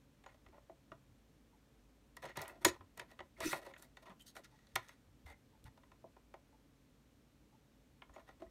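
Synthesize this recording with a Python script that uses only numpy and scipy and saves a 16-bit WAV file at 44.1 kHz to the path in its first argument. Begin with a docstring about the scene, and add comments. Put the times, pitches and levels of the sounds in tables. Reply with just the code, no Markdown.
"""A plastic paper trimmer on a craft table in a quiet room: a blade shears through a card along a rail.
Before the cut fingers nudge the card and the rail clacks shut; after it pieces slide and the rail is opened.
Contacts excite the damped modes of base, board, rail and guard with clicks and friction grains; the steel
blade rings, the table top swings and card crackles in puffs of filtered noise. A faint clock ticks once
a second, by noise through a resonance, over shaped noise and wavering sines of the room's hum."""
import sys
import numpy as np
from scipy import signal
from scipy.fft import rfft, irfft, next_fast_len
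from scipy.io import wavfile

SR = 44100
rng = np.random.default_rng(int(sys.argv[2]) if len(sys.argv) > 2 else 0)


def unload_audio(sound):
    """Save the sound as a 16-bit wav file, at the path given as the first command line argument."""
    columns = np.transpose(np.atleast_2d(sound))
    # keep every value between -1 and 1, then stretch to whole-number steps
    steps = np.round(np.clip(columns, -1, 1) * 32767)
    wavfile.write(sys.argv[1], SR, steps.astype(np.int16))


N = 374938


def from_db(db):
    """Decibel law: amplitude is ten to the power of a twentieth of the level."""
    return 10 ** (np.asarray(db) / 20)


def rms_one(x):
    """Normalisation to unit mean power."""
    return x / np.sqrt(np.mean(x ** 2) + 1e-30)


def coloured(x, spectrum):
    """Spectral shaping by a (freq_hz, density_db) table; white noise of rms 1 keeps rms 1."""
    freq_hz, density_db = np.transpose(spectrum)
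    size = next_fast_len(N)
    bins_hz = np.arange(size // 2 + 1) * SR / size
    gain = from_db(np.interp(np.log(bins_hz + 1), np.log(freq_hz), density_db))
    return irfft(rfft(x, size) * rms_one(gain), size)[:N]


def drift(rate_hz):
    """Low-passed random process: noise through a double pole gives a slow wander of spread 1."""
    step, settle = 40, 2000   # samples per slow point; slow points dropped
    pole = np.exp(-80 * np.pi * rate_hz / SR)
    noise = rng.standard_normal(N // step + 2002)
    slow = signal.lfilter([1], [1, -2 * pole, pole * pole], noise)[settle:]
    return np.interp(np.arange(N) / step, np.arange(len(slow)), rms_one(slow))


def ring(x, freq_hz, t60_s):
    """Damped resonator: a unit click sets a decaying sine of height 1 ringing."""
    radius = from_db(-60 / (t60_s * SR))
    angle = 2 * np.pi * freq_hz / SR
    feedback = [1, -2 * radius * np.cos(angle), radius * radius]
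    return signal.lfilter([0, np.sin(angle)], feedback, x + 1e-18)


def bursts(starts_s, level_db, t60_s, rise_s):
    """Transient envelope: a fast exponential rise at each start, then an exponential decay."""
    out, t = np.zeros(N + SR), np.arange(SR // 4) / SR
    shape = (1 - np.exp(-t / rise_s)) * from_db(-60 * t / np.clip(t60_s, .003, .3))
    for start_s, height in zip(starts_s, from_db(level_db)):
        out[round(start_s * SR):][:len(t)] += height * shape
    return out[:N]


def plateaus(starts_s, lengths_s, level_db):
    """Sustained excitation envelope: held for a length, easing off a little, with soft ends."""
    out = np.zeros(N + SR)
    for start_s, length_s, height in zip(starts_s, lengths_s, from_db(level_db)):
        t = np.arange(round((length_s + .018) * SR)) / SR
        ends = np.clip(np.minimum(t / 0.012, (t[-1] - t) / 0.019), 0, 1)
        easing = from_db(1.0 - 5.6 * t / t[-1])
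        out[round((start_s - .006) * SR):][:len(t)] += height * ends * easing
    return out[:N]


def grains(per_s, spread_db):
    """Stick-slip friction as a random train of clicks of uneven size and either sign; rms 1."""
    size_db = spread_db * np.minimum(rng.exponential(1, N), 4)
    clicks = from_db(size_db) * rng.choice([-1, 1], N)
    return rms_one(clicks * (rng.random(N) < per_s / SR))


def room_air():
    """Broadband air noise: steady shaped noise whose rumble below 170 Hz comes in lumps."""
    # spectrum of the room's air: freq_hz, density_db (dB per Hz, relative)
    air_spectrum = [(20, -42), (35, -14.5), (50, -3), (76, -10), (137, -8.5), (165, -12.5), (285, -8.5),
                    (384, -22), (440, -15.5), (503, -21.5), (545, -17), (620, -23), (1000, -26.5),
                    (4200, -33.5), (4800, -36.5), (5600, -35), (9500, -39.5), (10500, -43.5),
                    (11500, -39.5), (16000, -44.5)]
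    air = from_db(-69) * coloured(rng.standard_normal(N), air_spectrum)
    rumble = signal.lfilter(*signal.butter(2, 170, fs=SR), air)
    return air + rumble * (from_db(2.0 * drift(6.1) - 3.0) - 1)


def hum():
    """Narrow-band tones: low sines whose amplitude and phase wander at random."""
    # wavering tones of the room: freq_hz, level_db (before a common lift)
    tones = [(53.8, -74), (134.6, -80), (236.9, -86)]
    out, t = np.zeros(N), np.arange(N) / SR
    for freq_hz, level_db in tones:
        height = from_db(level_db + 0.5 + 2.1 * drift(3.8))
        out += height * np.sin(2 * np.pi * freq_hz * t + 1.2 * drift(3.5))
    return out


def share_db(k, level_db, place, softness_db):
    """Transmission between coupled parts: the level reaching place k falls with distance from the contact.

    Parts below the contact lose a set step per place, parts above lose the contact's own softness.
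    """
    # how readily each part answers, in order of place: response_db
    response_db = [0.16, 1.75, -0.17, -4, 0.3]
    step_below_db = 13.5
    loss_below_db = step_below_db * np.maximum(place - k, 0)
    loss_above_db = softness_db * np.maximum(k - place, 0)
    return level_db + response_db[round(k)] - loss_below_db - loss_above_db


def part(force, modes, blur_db):
    """Modal superposition: a force rings a part's modes, each with a wandering share as the contact moves.

    The many small damped modes in between blur into a plain band.
    """
    out, power = np.zeros(N), 0
    for i, (freq_hz, level_db, t60_s) in enumerate(modes):
        out += (-1) ** i * ring(force * from_db(level_db + 2.0 * drift(20)), freq_hz, t60_s)
        power += from_db(2 * level_db) / (2 - 2 * from_db(-120 / (t60_s * SR)))
    low_hz, top_hz = 0.88 * modes[0][0], 1.19 * modes[-1][0]
    band = signal.butter(2, [low_hz, top_hz], "band", fs=SR, output="sos")
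    blur = signal.sosfilt(band, force) * np.sqrt(SR / 2 / (top_hz - low_hz))
    out = out / np.sqrt(power) + from_db(blur_db) * blur   # the modes roughly keep the force's rms
    # little radiates far below the first mode, nor above the last
    out = signal.sosfilt(signal.butter(2, .6 * low_hz, "high", fs=SR, output="sos"), out)
    return signal.sosfilt(signal.butter(4, top_hz, fs=SR, output="sos"), out)


def stroke(k):
    """Moving contact: the blade's stroke as a gain curve for place k, silent before and after."""
    # the stroke bites, brightens as it shears and dulls as it runs out:
    # time_s, level_db, place (0-4), softness_db (dB per part)
    stroke_points = [(3.4, -50, 0.94, 5), (3.418, -39, 1.37, 6.5), (3.445, -42, 2.3, 5.5),
                     (3.47, -42.5, 2.4, 2.5), (3.51, -41, 2.35, 3.5), (3.53, -42, 2.3, 2.5),
                     (3.552, -46, 0.47, 3), (3.588, -57, 0.4, 1.5), (3.61, -70, 1, 3)]
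    t = np.arange(N) / SR
    time_s, *columns = np.transpose(stroke_points)
    edge = np.clip(np.minimum(t - time_s[0], time_s[-1] - t) / 0.005, 0, 1)
    return edge * from_db(share_db(k, *[np.interp(t, time_s, column) for column in columns]))


def contacts():
    """Impact and friction excitation: taps push and rattle, rubbing slips unevenly, shearing is finer.

    Places along the parts: 0 hollow base, 1 board, 2 rail, 3 guard, 4 crisp edge.
    """
    # taps and clicks: start_s, level_db, place (0-4), softness_db (dB per part)
    tap_table = [(0.238, -57, 1.6, 10.0), (0.261, -51, 1.3, 11), (0.343, -63.5, 0.7, 5.0),
                 (0.462, -56.5, 1.65, 15), (0.485, -67, 0.2, 3.5), (0.579, -58, 1.0, 17.0),
                 (0.695, -51.0, 0.8, 18.0), (0.917, -45, 1.22, 14), (2.167, -50.5, 1.64, 2.5),
                 (2.248, -49, 1.5, 17), (2.294, -55.5, 0.7, 4), (2.371, -43.5, 0.7, 1),
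                 (2.381, -49, -0.5, 7), (2.419, -51.0, 0.8, 0.5), (2.495, -49.5, 1.8, 25),
                 (2.558, -63, 0.0, 10), (2.6467, -25.5, 1.5, 4.5), (2.65, -29.5, 1.2, 1.5),
                 (2.659, -31.5, 0.0, 14.0), (2.807, -52.5, 1.45, 20.5), (2.975, -56.5, 1, -0.5),
                 (2.995, -41, 1.9, 6.5), (3.114, -59.0, 0.8, 3), (3.19, -47.0, 1.7, 13),
                 (3.203, -42.5, 1.5, 15), (3.404, -42.5, 0.74, 3.0), (3.43, -47.5, -0.5, 2.0),
                 (3.529, -30, 1.5, 15), (3.616, -55, 0.6, 5.0), (3.664, -50, 0.9, 5.0),
                 (3.71, -58, 1.4, 11.0), (3.737, -53.5, 2.0, 21), (3.763, -54, 2.0, 24),
                 (3.795, -64.5, 0.2, 2), (3.969, -51.5, 1.8, 9), (4.195, -66.0, 2.5, 6),
                 (4.365, -47.0, 1.47, 5), (4.389, -58.0, 0.5, 9), (4.587, -63, 2.5, 22.5),
                 (4.668, -62.5, 2.5, 13.5), (4.7552, -38.0, 2.0, 3.5), (4.758, -32.5, 1.46, 3.5),
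                 (4.89, -56.5, 1.86, 5.0), (5.774, -61.5, 1.3, 7.5), (5.833, -59, 1.5, 13.0),
                 (5.916, -58.5, 1.5, 10.0), (6.04, -52.5, 0.84, 26), (6.164, -56.5, 0.9, 11),
                 (6.339, -50.5, 0.94, 9.0), (8.019, -47, 1.87, 28.0), (8.093, -60.5, 1.3, 13.0),
                 (8.161, -48.5, 1.13, 12), (8.18, -55, 1, 13), (8.288, -53.0, 1.36, 10.5),
                 (8.419, -46, 0.5, 10.0), (8.463, -61.5, 1.0, 12.5)]
    # card, fingers and rail rubbing: start_s, length_s, level_db, place (0-4), softness_db (dB per part)
    scuff_table = [(0.272, 0.056, -64, 1.5, 9.5), (0.523, 0.065, -62, 1.0, 12),
                   (2.224, 0.041, -45, 0.8, 6.5), (2.274, 0.044, -54.5, 2.02, 13),
                   (2.358, 0.031, -43.5, 1.63, 10.5), (2.388, 0.049, -46.5, 1.14, 7),
                   (2.445, 0.043, -48, 1.5, 11.5), (2.479, 0.1, -59, 0.6, 7.0),
                   (2.612, 0.061, -54.5, 0.0, 4.5), (2.675, 0.019, -29, 2.5, 12.5),
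                   (2.694, 0.069, -56.0, 1.25, 9), (2.972, 0.058, -51.5, 1, 7.5),
                   (3.084, 0.057, -65, 1.3, 6.0), (3.376, 0.043, -54.5, 0.5, 5.5),
                   (3.618, 0.044, -55.5, 0.76, 5.0), (3.656, 0.046, -54, 0.8, 6),
                   (3.702, 0.075, -67, 0.5, 5), (3.78, 0.026, -72.5, 0.1, -1.5),
                   (3.817, 0.034, -63.5, 0.5, 1.0), (4.024, 0.013, -56.5, 1, 5),
                   (4.056, 0.066, -53, 1.14, 9), (4.202, 0.033, -69, 3.5, 0.0), (4.262, 0.045, -57.5, 3, 6),
                   (4.354, 0.043, -58.5, 0.5, 2.0), (4.439, 0.016, -49.5, 2.5, 13),
                   (4.507, 0.46, -74.5, 2.5, 12), (4.821, 0.12, -68, 2, 5.0),
                   (5.26, 0.067, -59.5, 1.08, 4.0), (5.654, 0.023, -55.5, 1.26, 5.5),
                   (8.133, 0.088, -62.5, 1.1, 6.5), (8.272, 0.045, -61.5, 1.37, 7),
                   (8.397, 0.041, -55, 0.0, 7.0)]
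    # modes of the base: freq_hz, level_db (relative), t60_s
    base_modes = [(255, -9, .05), (318, -4, .06), (362, 0, .08), (450, -6, .05)]
    # modes of the board: freq_hz, level_db (relative), t60_s
    board_modes = [(510, -2.5, 0.046), (556, -1, 0.035), (665, 3, .04), (735, 0.5, 0.03), (833, 1, 0.016),
                   (1000, 1, 0.024), (1048, -7, 0.016)]
    # modes of the rail: freq_hz, level_db (relative), t60_s
    rail_modes = [(1167, -1, 0.018), (1365, -3, 0.021), (1610, -7, 0.0083), (1692, -4, 0.019),
                  (1949, 3, 0.024), (2125, 0, 0.017), (2550, -1, 0.016), (2550, -3.5, 0.014),
                  (2930, -9.5, 0.0062)]
    # modes of the guard: freq_hz, level_db (relative), t60_s
    guard_modes = [(3170, 0.5, 0.011), (3620, -2, 0.0075), (3960, -1, 0.028), (4230, -2.5, 0.0096),
                   (4730, -3, 0.014), (5080, -1.5, 0.006), (6270, -3.5, 0.011), (6550, -4, 0.019),
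                   (7000, -7.5, 0.0065)]
    # spectrum of the crisp edge: freq_hz, density_db (dB per Hz, relative)
    edge_spectrum = [(5000, -26), (7000, 1.5), (9000, -2.5), (10500, -7), (13000, -5), (15000, -8.5),
                     (17000, -25.5)]
    # the board's lower and upper modes lie either side of place 1: place
    board_places = [0.83, 1.264]

    tap_s, *tap_columns = np.transpose(tap_table)
    scuff_s, scuff_length_s, *scuff_columns = np.transpose(scuff_table)
    rattle = grains(9000, 0.63)
    slips = grains(3000, 3.5) * from_db(2.2 * drift(90) - 2.5)
    shear = grains(9000, 2.3) * from_db(1.86 * drift(80) - 4.0)

    def force(k, push_db, rattle_db, length_ratio, rise_s):
        """Summed excitation at place k: push, rattle, rubbing and shearing."""
        tap_db = share_db(k, *tap_columns)
        push = np.zeros(N)
        push[np.round((tap_s + rise_s) * SR).astype(int)] = from_db(tap_db + push_db)
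        rattle_t60_s = length_ratio * 0.024
        knock = bursts(tap_s, tap_db + rattle_db, rattle_t60_s, rise_s)
        rub = plateaus(scuff_s, scuff_length_s, share_db(k, *scuff_columns))
        return push + rattle * knock + slips * rub + shear * stroke(k)

    base = part(force(0, 27, 8.5, 1.2, .002), base_modes, -6.5)
    board = np.zeros(N)
    for place, modes in zip(board_places, (board_modes[:4], board_modes[4:])):
        board += from_db(-2.0) * part(force(place, 25, 6, 1.05, .0015), modes, -5.0)
    rail = part(force(2, 13, 8.75, 0.99, .0015), rail_modes, -4.5)
    guard = part(force(3, 15, 8.5, 0.99, .0014), guard_modes, -1.4)
    edge = coloured(force(4, 11, 6.2, .6, .0004), edge_spectrum)
    return base + board + rail + guard + edge


def blade():
    """Resonance: noise drives unsteady whistles and a low hum, jolts ring two close modes of the steel."""
    # whistles of the blade carriage and card edges, and the base's low hum as the blade slides:
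    # start_s, length_s, pitch_hz, level_db (of the drive, before a common cut)
    squeaks = [(3.425, 0.028, 1960, -56), (3.445, 0.042, 2600, -51), (3.45, 0.017, 7400, -53),
               (3.46, 0.043, 5900, -50), (3.49, .02, 5100, -55), (3.445, .045, 327, -47.5),
               (4.2, 0.019, 3100, -62.5), (5.26, 0.084, 2060, -65), (3.367, .015, 2100, -63.5)]
    # jolts of the steel blade: start_s, level_db
    jolts = [(.262, -67), (2.651, -27), (3.737, -74.5), (8.14, -66.5)]
    steel_hz, steel_t60_s = 6794, .07
    tones, strike = np.zeros(N), np.zeros(N)
    shiver = rng.standard_normal(N)
    for start_s, length_s, pitch_hz, level_db in squeaks:
        drive = shiver * plateaus([start_s], [length_s], [level_db - 14])
        tones += ring(drive, pitch_hz, .014 + 12 / pitch_hz)
    for start_s, level_db in jolts:
        strike[round(start_s * SR)] = from_db(level_db)
    steel = ring(strike, steel_hz, steel_t60_s) + .5 * ring(strike, steel_hz + 45, steel_t60_s)
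    return tones + steel


def reflections(x):
    """Diffuse reverberation: table and walls answer with a dense, dull, decaying noise tail."""
    t = np.arange(SR // 3) / SR
    tail = rng.standard_normal(len(t)) * from_db(-60 * t / .16) * (t > .004)
    tail = signal.lfilter([.3], [1, -.7], tail)
    return signal.fftconvolve(x, tail / np.sqrt(np.sum(tail ** 2)))[:N]


def thumps():
    """Low plate modes: a soft push swings the table top a few cycles, most in the mode it favours."""
    # hands and rail shaking the table: start_s, level_db (before a common lift), favoured_mode (0-5)
    pushes = [(.463, -62, .1), (.916, -55, 3.8), (1.092, -57, 2.8), (2.241, -53, 4.1), (2.374, -44.5, 3.9),
              (2.388, -54, 1.9), (2.644, -42.5, 3.1), (2.648, -47, .9), (2.801, -54, 1.9),
              (2.983, -55, 3.6), (3.19, -58.5, 1.2), (3.404, -53, 2.3), (3.421, -56.5, .3),
              (3.524, -48, 4.1), (4.096, -51, 4.9), (4.739, -56.5, .1), (4.754, -49, 3.1),
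              (5.074, -59, 1.9), (5.25, -50, 1.1), (5.646, -57, .1), (5.65, -49.5, 2.7), (8.099, -58, .1),
              (8.32, -61.5, .4), (8.459, -57.5, .2)]
    # modes of the table top: freq_hz, t60_s
    table_modes = [(58, .24), (74, .24), (92, .2), (120, 0.16), (145, .12), (190, .1)]
    step_away_db = 12   # loss per mode away from the favoured one
    out, t = np.zeros(N + SR), np.arange(SR // 3) / SR
    rise = 1 - np.exp(-t / 0.0074)
    swings = np.array([np.sin(2 * np.pi * freq_hz * t) * rise * from_db(-60 * t / t60_s)
                       for freq_hz, t60_s in table_modes])
    for start_s, level_db, favoured in pushes:
        distance = abs(np.arange(len(table_modes)) - favoured)
        out[round(start_s * SR):][:len(t)] += from_db(level_db + 5 - step_away_db * distance) @ swings
    return out[:N]


def clock():
    """Resonant filtering: a short puff of noise each second rings a single mode."""
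    first_s, pitch_hz = .525, 877
    drive_db = -75.5 - 13.5
    envelope = plateaus(first_s + np.arange(8), np.full(8, .03), np.full(8, drive_db))
    return ring(rng.standard_normal(N) * envelope, pitch_hz, 0.048)


def crackles():
    """Band-limited impulse noise: each crackle is a sharp puff through a broad resonance of its own."""
    # crackles of card and fingertips: start_s, level_db (before a common cut), centre_hz
    crackle_table = [(2.2218, -52, 5200), (2.2548, -45.5, 5700), (2.4168, -35.5, 12800),
                     (2.4394, -53, 10800), (2.48, -38, 12400), (2.6495, -9.5, 6600), (3.4044, -33.5, 5450),
                     (3.8243, -44, 9850), (4.0966, -58, 5840), (4.1974, -59, 5980), (4.2118, -55, 6570),
                     (4.4456, -50, 6000), (4.691, -62.5, 5250), (4.8858, -48, 5220), (5.6417, -53, 7700)]
    out, t = np.zeros(N), np.arange(SR // 20) / SR
    decay = from_db(-60 * t / .006) + 0.086 * from_db(-60 * t / 0.14)   # sharp puff, weak tail
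    for start_s, level_db, centre_hz in crackle_table:
        puff = rng.standard_normal(len(t)) * decay
        band = signal.butter(2, [centre_hz / 2.3, min(1.7 * centre_hz, 15500)], "band", fs=SR)
        out[round(start_s * SR):][:len(t)] += from_db(level_db - 0.5) * signal.lfilter(*band, puff)
    return out


def scene():
    """Superposition: near sounds with their reflections, the table top and the room, in one channel."""
    near = contacts() + blade() + crackles()
    room = room_air() + hum() + clock()
    return (near + from_db(-15) * reflections(near) + thumps() + room)[None]


def record(dry):
    """Low-pass filtering: the treble is 60 dB down from the stop-band edge upward."""
    stop_hz = 16700
    return signal.sosfilt(signal.cheby2(12, 60, stop_hz, fs=SR, output="sos"), dry)


dry = scene()
out = record(dry)
unload_audio(out)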